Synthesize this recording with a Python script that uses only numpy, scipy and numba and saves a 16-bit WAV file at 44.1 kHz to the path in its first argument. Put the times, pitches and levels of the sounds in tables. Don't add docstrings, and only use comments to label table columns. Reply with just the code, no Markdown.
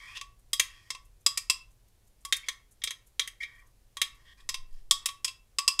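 import sys
import numpy as np
from scipy import signal
from scipy.fft import rfft, irfft
from scipy.io import wavfile
from scipy.ndimage import uniform_filter1d
from numba import njit

SR = 44100
rng = np.random.default_rng(int(sys.argv[2]) if len(sys.argv) > 2 else 0)


def master_out(mix):
    frames = np.transpose(np.atleast_2d(mix))
    ceiling = np.clip(frames, -1, 1)
    pcm = np.round(ceiling * 32767).astype(np.int16)
    wavfile.write(sys.argv[1], SR, pcm)


N = 255780

RING_HZ = [230, 400, 495, 1044, 1127, 1300, 1875, 2089, 2197, 2350, 2678, 3010, 3273, 3390, 3570, 3830,
           4231, 4940, 5070, 5160, 5310, 5770, 6096, 6430, 7000, 7680, 8030, 8220, 8590, 9400, 10750]
# (level [dB], time to fall by 60 dB [s])
RING_LEVEL_AND_T60 = [(-8.5, 0.037), (1, 0.022), (2.5, 0.045), (-1.5, 0.091), (0, 0.19), (-3, 0.043),
                      (-4.5, 0.055), (-4.5, 0.025), (-10, 0.051), (-11, 0.1), (1.5, 0.095), (-20, 0.039),
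                      (-5, 0.098), (-3, 0.051), (-16.5, 0.027), (-2.5, 0.028), (-16.5, 0.047), (8, 0.031),
                      (-11, 0.027), (-7, 0.095), (-9, 0.047), (-15.5, 0.02), (-4, 0.038), (-4, 0.045),
                      (-7, 0.038), (-3.5, 0.04), (-12.5, 0.017), (-5, 0.033), (-4.5, 0.017), (-13.5, 0.026),
                      (-12, 0.035)]
# (frequency [Hz], level [dB per Hz])
CRACK_COLOUR = [(500, -50), (1000, -32), (1600, -6.5), (2000, -7.5), (3400, -4.5), (4400, -4.5),
                (5000, 0.5), (6000, -7), (10800, -14.5), (16000, -31.5)]


def from_db(db):
    return 10 ** (np.asarray(db) / 20)


def rms_one(x):
    return x / np.sqrt(np.mean(x ** 2) + 1e-20)


def at_hz(points, hz):
    table_hz, values = np.transpose(points)
    return np.interp(np.log(hz), np.log(table_hz), values)


def coloured(x, spectrum):
    hz = np.maximum(np.fft.rfftfreq(len(x), 1 / SR), 1)
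    return irfft(rfft(x) * from_db(at_hz(spectrum, hz)), len(x))


def band(x, low_hz, high_hz):
    edges_hz = [low_hz, min(high_hz, .45 * SR)]
    return signal.sosfilt(signal.butter(2, edges_hz, "band", fs=SR, output="sos"), x)


def ring(force, hz, t60):
    shrink = from_db(-60 / (t60 * SR))
    turn = 2 * np.pi * hz / SR
    feedback = [1, -2 * shrink * np.cos(turn), shrink * shrink]
    return signal.lfilter([0, np.sin(turn)], feedback, force + 1e-18)


def strike_colour(place, bell_db, middle_db, treble_db):
    # (frequency [Hz], on the wall [dB], at the rim [dB])
    wall_and_rim = [(500, -38, -47), (1300, -27.5, -33), (1710, -23.5, -38), (1922, -15, -30),
                    (2200, -12, -29.5), (3468, -15, -26.5), (3262, -13.5, -25.5), (3370, -24.5, -17),
                    (3750, -14.5, -23), (4450, -27.5, -25), (5000, -29, -19.5), (6300, -16.5, -24),
                    (7905, -23.5, -14), (8590, -17, -19.5)]
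    bell_hz = [1044, 1128, 2680]
    # (from [Hz], to [Hz])
    middle_hz = (3000, 4000)
    treble_from_hz = 5400
    hz, wall_db, rim_db = np.transpose(wall_and_rim)
    db = wall_db + place * (rim_db - wall_db)
    in_middle = (hz > middle_hz[0]) & (hz < middle_hz[1])
    db = db + middle_db * in_middle
    treble_share = np.clip(np.log(hz / treble_from_hz) / np.log(hz[-1] / treble_from_hz), 0, 1)
    db = db + treble_db * treble_share
    return sorted([*zip(hz, db), *zip(bell_hz, bell_db)])


def taps(ring_db, crack_db, crack_t60, spread_db, detune):
    # (time [s], level before ring and crack gains [dB], place [0 deep on the wall, 1 at the rim],
    #             three bell tones [dB each], extra middle [dB], extra treble [dB], contact time [ms])
    tap_list = [(0.171, -23.5, 0.57, -27, -34, -51, 1.5, -15, 1.6),
                (0.212, -27, 0.37, -22, -16.5, -19, 0, -3.5, 0.51),
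                (0.5318, -14, 0.69, -54.5, -31, -30.5, 8.5, 5, 0.62),
                (0.596, -6, 0.13, -32, -40.5, -24.5, -1.5, 1.5, 1.4),
                (0.9036, -15, 0.59, -28, -37, -31, -5.5, -7, 0.65),
                (0.9484, -28.5, 0.49, -16, -23.5, -18.5, -2, -8, 0.8),
                (1.2631, -5.5, 1.03, -39.5, -30.5, -28.5, 2, -0.5, 0.67),
                (1.3739, -11.5, 0.63, -37, -41.5, -25.5, -7, 1.5, 1.0),
                (1.498, -5.5, 0.99, -27, -44.5, -20.5, -1.5, 0, 1.12),
                (2.2499, -25.5, 0.36, -34, -16.5, -30, 0.5, 5, 0.67),
                (2.3244, -10.5, 0.069, -53.5, -39, -23.5, 6.5, 0, 0.32),
                (2.3651, -30.5, -0.091, -33, -33, -32, -19.5, 9, 1.0),
                (2.485, -15.5, -0.099, -28, -34.5, -37, -0.5, -3.5, 0.41),
                (2.818, -36, -0.12, -37, -33, -27, 3.5, -16, 0.5),
                (2.8375, -16, 0.29, -39.5, -42, -28.5, 2, 4, 0.61),
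                (2.874, -19, 0.23, -58.5, -38, -32, 2, -10.5, 0.48),
                (2.9066, -23, -0.03, -29, -37, -27.5, -1.5, 1, 0.77),
                (3.195, -12, 0.096, -36.5, -40.5, -36, 2, -3.5, 0.23),
                (3.214, -34.5, -0.08, -25, -20, -21, 18, -6, 2.6),
                (3.275, -28.5, -0.18, -54, -50, -20, -1.5, 4, 0.51),
                (3.4301, -28.5, -0.35, -42.5, -36, -26, 2, -9, 2.0),
                (3.969, -25, 0.2, -22, -20.5, -28, 3.5, -0.5, 0.65),
                (4.0158, -10.5, 0.11, -35.5, -32.5, -23.5, 3.5, 1, 0.47),
                (4.403, -49.5, 0.95, -28, -24.5, -18, 12, -1, 2.5),
                (4.4899, -11, 0.77, -29.5, -41, -29, -3.5, -4.5, 0.8),
                (4.542, -17, 0.69, -22.5, -43, -19, 0.5, -4.5, 0.93),
                (4.9099, -4.5, 0.92, -47, -28, -36, 7.5, 1, 0.47),
                (5.0579, -13.5, 0.58, -34.5, -33, -24, 2, 5.5, 0.76),
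                (5.0877, -25.5, 0.13, -21.5, -15, -24, 3, -4, 1),
                (5.245, -11.5, 0.77, -32, -47, -29, -2, 1.5, 1.5),
                (5.2781, -17, 0.85, -25.5, -56, -19, 2, -4.5, 3.4),
                (5.585, -9.5, 0.77, -28, -23, -25.5, -2, -2.5, 0.91),
                (5.678, -4.5, 1.02, -27.5, -31, -16.5, -5.5, -0.5, 1.2),
                (5.7914, -4, 1.05, -37.5, -26.5, -23.5, 1, 0.5, 4.3)]
    size = SR // 2
    out = np.zeros(N + size)
    t = np.arange(size) / SR
    hz = np.array(RING_HZ)[:, None]
    mode_db, t60 = np.transpose(RING_LEVEL_AND_T60)[:, :, None]
    decays = from_db(mode_db - 60 * t / t60)
    crack_decay = from_db(crack_db - 60 * t / crack_t60)
    uneven_db = spread_db * np.clip(hz / 3000, 0, 1) ** 2
    for time_s, tap_db, place, *bell_db, middle_db, treble_db, contact_ms in tap_list:
        colour = strike_colour(place, bell_db, middle_db, treble_db)
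        random_db = uneven_db * rng.standard_normal(hz.shape)
        strength = from_db(ring_db + at_hz(colour, hz) + random_db)
        pitch = hz * (1 + detune * rng.standard_normal(hz.shape))
        start_phase = rng.random(hz.shape)
        tones = strength * decays * np.sin(2 * np.pi * (pitch * t + start_phase))
        noise = rms_one(coloured(rng.standard_normal(size), CRACK_COLOUR))
        crack = crack_decay * coloured(noise, colour)
        swell = 1 - np.exp(-t * 1000 / max(contact_ms, .2))
        at = round(time_s * SR)
        out[at:at + size] += from_db(tap_db) * swell * (tones.sum(axis=0) + crack)
    return out[:N]


@njit
def squeak(force, hz, width_hz, rate):
    out = np.zeros(len(force))
    for i in range(2, len(force)):
        r = np.exp(-np.pi * width_hz[i] / rate)
        push = np.sqrt(1 - r) * (force[i] - force[i - 2])
        swing = 2 * r * np.cos(2 * np.pi * hz[i] / rate) * out[i - 1]
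        out[i] = push + swing - r * r * out[i - 2]
    return out


def drags(per_s, damping):
    # (hardest moment [s], pressing in [s], easing off [s], level lost by the end [dB],
    #              three rubbed groups [dB each], squeak [dB], grit [dB],
    #              squeak at start [Hz], squeak at end [Hz], width of each squeak filter [Hz])
    drag_list = [(.1, .15, 0.079, 2.5, -60, -54.5, -58.5, -51, -57.5, 2060, 2610, 381),
                 (0.174, .022, 0.031, 16, -63, -56, -43, -45, -50.5, 2700, 2670, 410),
                 (.68, .04, 0.27, 9.2, -71, -63, -66, -66, -63, 2930, 2080, 500),
                 (1.36, .03, 0.019, 2.3, -71, -73, -74.5, -70, -68, 1300, 1300, 192.8),
                 (2.447, .015, .012, 6.5, -71, -68.5, -60, -49.5, -66, 2200, 2250, 249),
                 (2.468, .008, 0.014, 3.3, -67, -69, -55.5, -63, -58, 2250, 2200, 298),
                 (3.435, .03, .03, 14, -69, -46, -53, -38, -51.5, 2200, 2277, 149.3),
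                 (3.49, .03, .14, 7.3, -69.5, -58, -70.5, -63, -72.5, 2300, 2330, 130.6),
                 (3.65, .025, 0.044, 13, -67.5, -76.5, -91.5, -77, -93, 2000, 1464, 201),
                 (4.2, .06, 0.059, 3.9, -73, -72, -78, -78.5, -73, 2200, 2200, 201.5),
                 (4.3, .047, 0.037, 2.1, -74, -62, -61, -73.5, -69, 2200, 2200, 195),
                 (4.4, .027, 0.078, 23, -67, -65, -80, -69, -66, 2400, 2590, 194),
                 (4.769, .06, 0.064, 8, -84, -81, -82, -86.5, -70.5, 2700, 2600, 313),
                 (5.03, .04, 0.045, 3.5, -60, -68, -78, -75, -83, 2216, 2280, 295)]
    # (from [Hz], to [Hz])
    rubbed_groups = [(1000, 1250), (1750, 2000), (3100, 3700)]
    landing_db = -4.5
    t = np.arange(N) / SR
    gains = np.zeros((5, N))
    hz, width_hz = np.full(N, 2000.), np.full(N, 300.)
    for hardest, press_s, ease_s, lost_db, *voice_db, from_hz, to_hz, width in drag_list:
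        start, end = hardest - press_s, hardest + ease_s
        inside = (t >= start) & (t <= end)
        hz[inside] = np.interp(t[inside], [start, end], [from_hz, to_hz])
        width_hz[inside] = width
        pressure_db = np.interp(t[inside], [start, hardest, end], [landing_db, 0, -lost_db])
        gains[:, inside] += from_db(np.add.outer(voice_db, pressure_db))
    slip_size = from_db(2.2 * rng.exponential(1, N))
    slips = (rng.random(N) < per_s / SR) * slip_size * rng.choice([-1, 1], N)
    voices = []
    for low_hz, high_hz in rubbed_groups:
        rubbing = band(slips, 0.85 * low_hz, 1.15 * high_hz)
        voices.append(sum(ring(rubbing, mode_hz, t60 * damping)
                          for mode_hz, (_, t60) in zip(RING_HZ, RING_LEVEL_AND_T60)
                          if low_hz < mode_hz < high_hz))
    squeak_once = squeak(slips, hz, width_hz, float(SR))
    voices.append(squeak(squeak_once, hz, width_hz, float(SR)))
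    voices.append(coloured(slips, CRACK_COLOUR))
    smooth_gains = uniform_filter1d(gains, size=SR // 150)
    return sum(gain * rms_one(voice) for gain, voice in zip(smooth_gains, voices))


def bracelet(level_db, per_s):
    # (time [s], level before level_db and smoothing [dB])
    jingle_list = [(0.391, -52), (1.0513, -50), (1.209, -50.5), (1.7094, -52), (1.8809, -54), (2.0447, -61),
                   (2.073, -51.5), (2.2107, -50), (2.715, -43.5), (3.0679, -44.5), (3.5515, -52.5),
                   (3.5926, -53), (3.6666, -52), (4.15, -50), (4.7292, -55)]
    low_hz, high_hz, cluster_t60_s, link_t60_s = 6240, 13000, 0.077, 0.0064
    shakes = np.zeros(N)
    for time_s, shake_db in jingle_list:
        shakes[round(time_s * SR)] = from_db(shake_db + level_db)
    dying = signal.lfilter([1], [1, -from_db(-60 / (cluster_t60_s * SR))], shakes)
    dying = uniform_filter1d(dying, size=SR // 80)
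    links = (rng.random(N) < per_s / SR) * rng.standard_normal(N)
    pitches = np.geomspace(low_hz, high_hz, 16)
    dealt = rng.integers(0, 16, N)
    rings = sum(ring(links * (dealt == k), hz, link_t60_s) for k, hz in enumerate(pitches))
    return dying * rms_one(rings)


def kitchen(x, build_up_s):
    # (frequency [Hz], time [s])
    echo_t60 = [(1000, 0.39), (2000, 0.29), (6000, 0.22), (14000, 0.2)]
    t = np.arange(SR // 2) / SR
    edges = 800 * 2. ** np.arange(6)
    tail = np.zeros(len(t))
    for low_hz, high_hz in zip(edges, edges[1:]):
        noise = band(rng.standard_normal(len(t)), low_hz, high_hz)
        tail += noise * from_db(-60 * t / at_hz(echo_t60, np.sqrt(low_hz * high_hz)))
    tail = tail * (1 - np.exp(-t / build_up_s))
    return signal.fftconvolve(x, tail / np.sqrt(np.sum(tail ** 2)))[:N]


def rumble():
    # (frequency [Hz], level [dB per Hz])
    rumble_colour = [(3.5, -32.5), (6.0, 3), (42, -0.5), (71, -15.5), (111, -10.5), (151, -23.5),
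                     (200, -23), (260, -48.5), (440, -120)]
    # (time [s], level [dB])
    upper_level = [(0.0, -58.5), (1.79, -59.5), (2.1, -61.5), (3.42, -61.5), (4.6, -57.5), (5.0, -60),
                   (5.8, -64)]
    base_db, swell_db, swell_at_s, swell_width_s = -69, 29, 4.73, 0.38
    t = np.arange(N) / SR
    noise = coloured(rng.standard_normal(N), rumble_colour)
    deep, upper = band(noise, 6, 18), band(noise, 18, 150)
    deep_db = base_db + swell_db * np.exp(-((t - swell_at_s) / swell_width_s) ** 2)
    upper_db = np.interp(t, *np.transpose(upper_level))
    return from_db(deep_db) * rms_one(deep) + from_db(upper_db) * rms_one(upper)


def microphone_hiss(level_db):
    # (frequency [Hz], level [dB per Hz])
    hiss_colour = [(88, -31.5), (150, -9), (201, -7), (434, -7.5), (814, -13), (1380, -17.5), (4160, -18),
                   (11100, -19), (15200, -23.5), (16500, -35.5)]
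    return from_db(level_db) * rms_one(coloured(rng.standard_normal(N), hiss_colour))


def scene():
    close = taps(ring_db=3.0, crack_db=13.0, crack_t60=0.047, spread_db=3.0, detune=0.0025)
    close = close + drags(per_s=9000, damping=.6)
    close = close + bracelet(level_db=-13.0, per_s=4500)
    echo = from_db(-12.5) * kitchen(close, build_up_s=0.0013)
    return (close + echo + microphone_hiss(level_db=-72.5) + rumble())[None]


def record(dry):
    return signal.sosfilt(signal.cheby2(20, 100, 16640, fs=SR, output="sos"), dry)


dry = scene()
out = record(dry)
master_out(out)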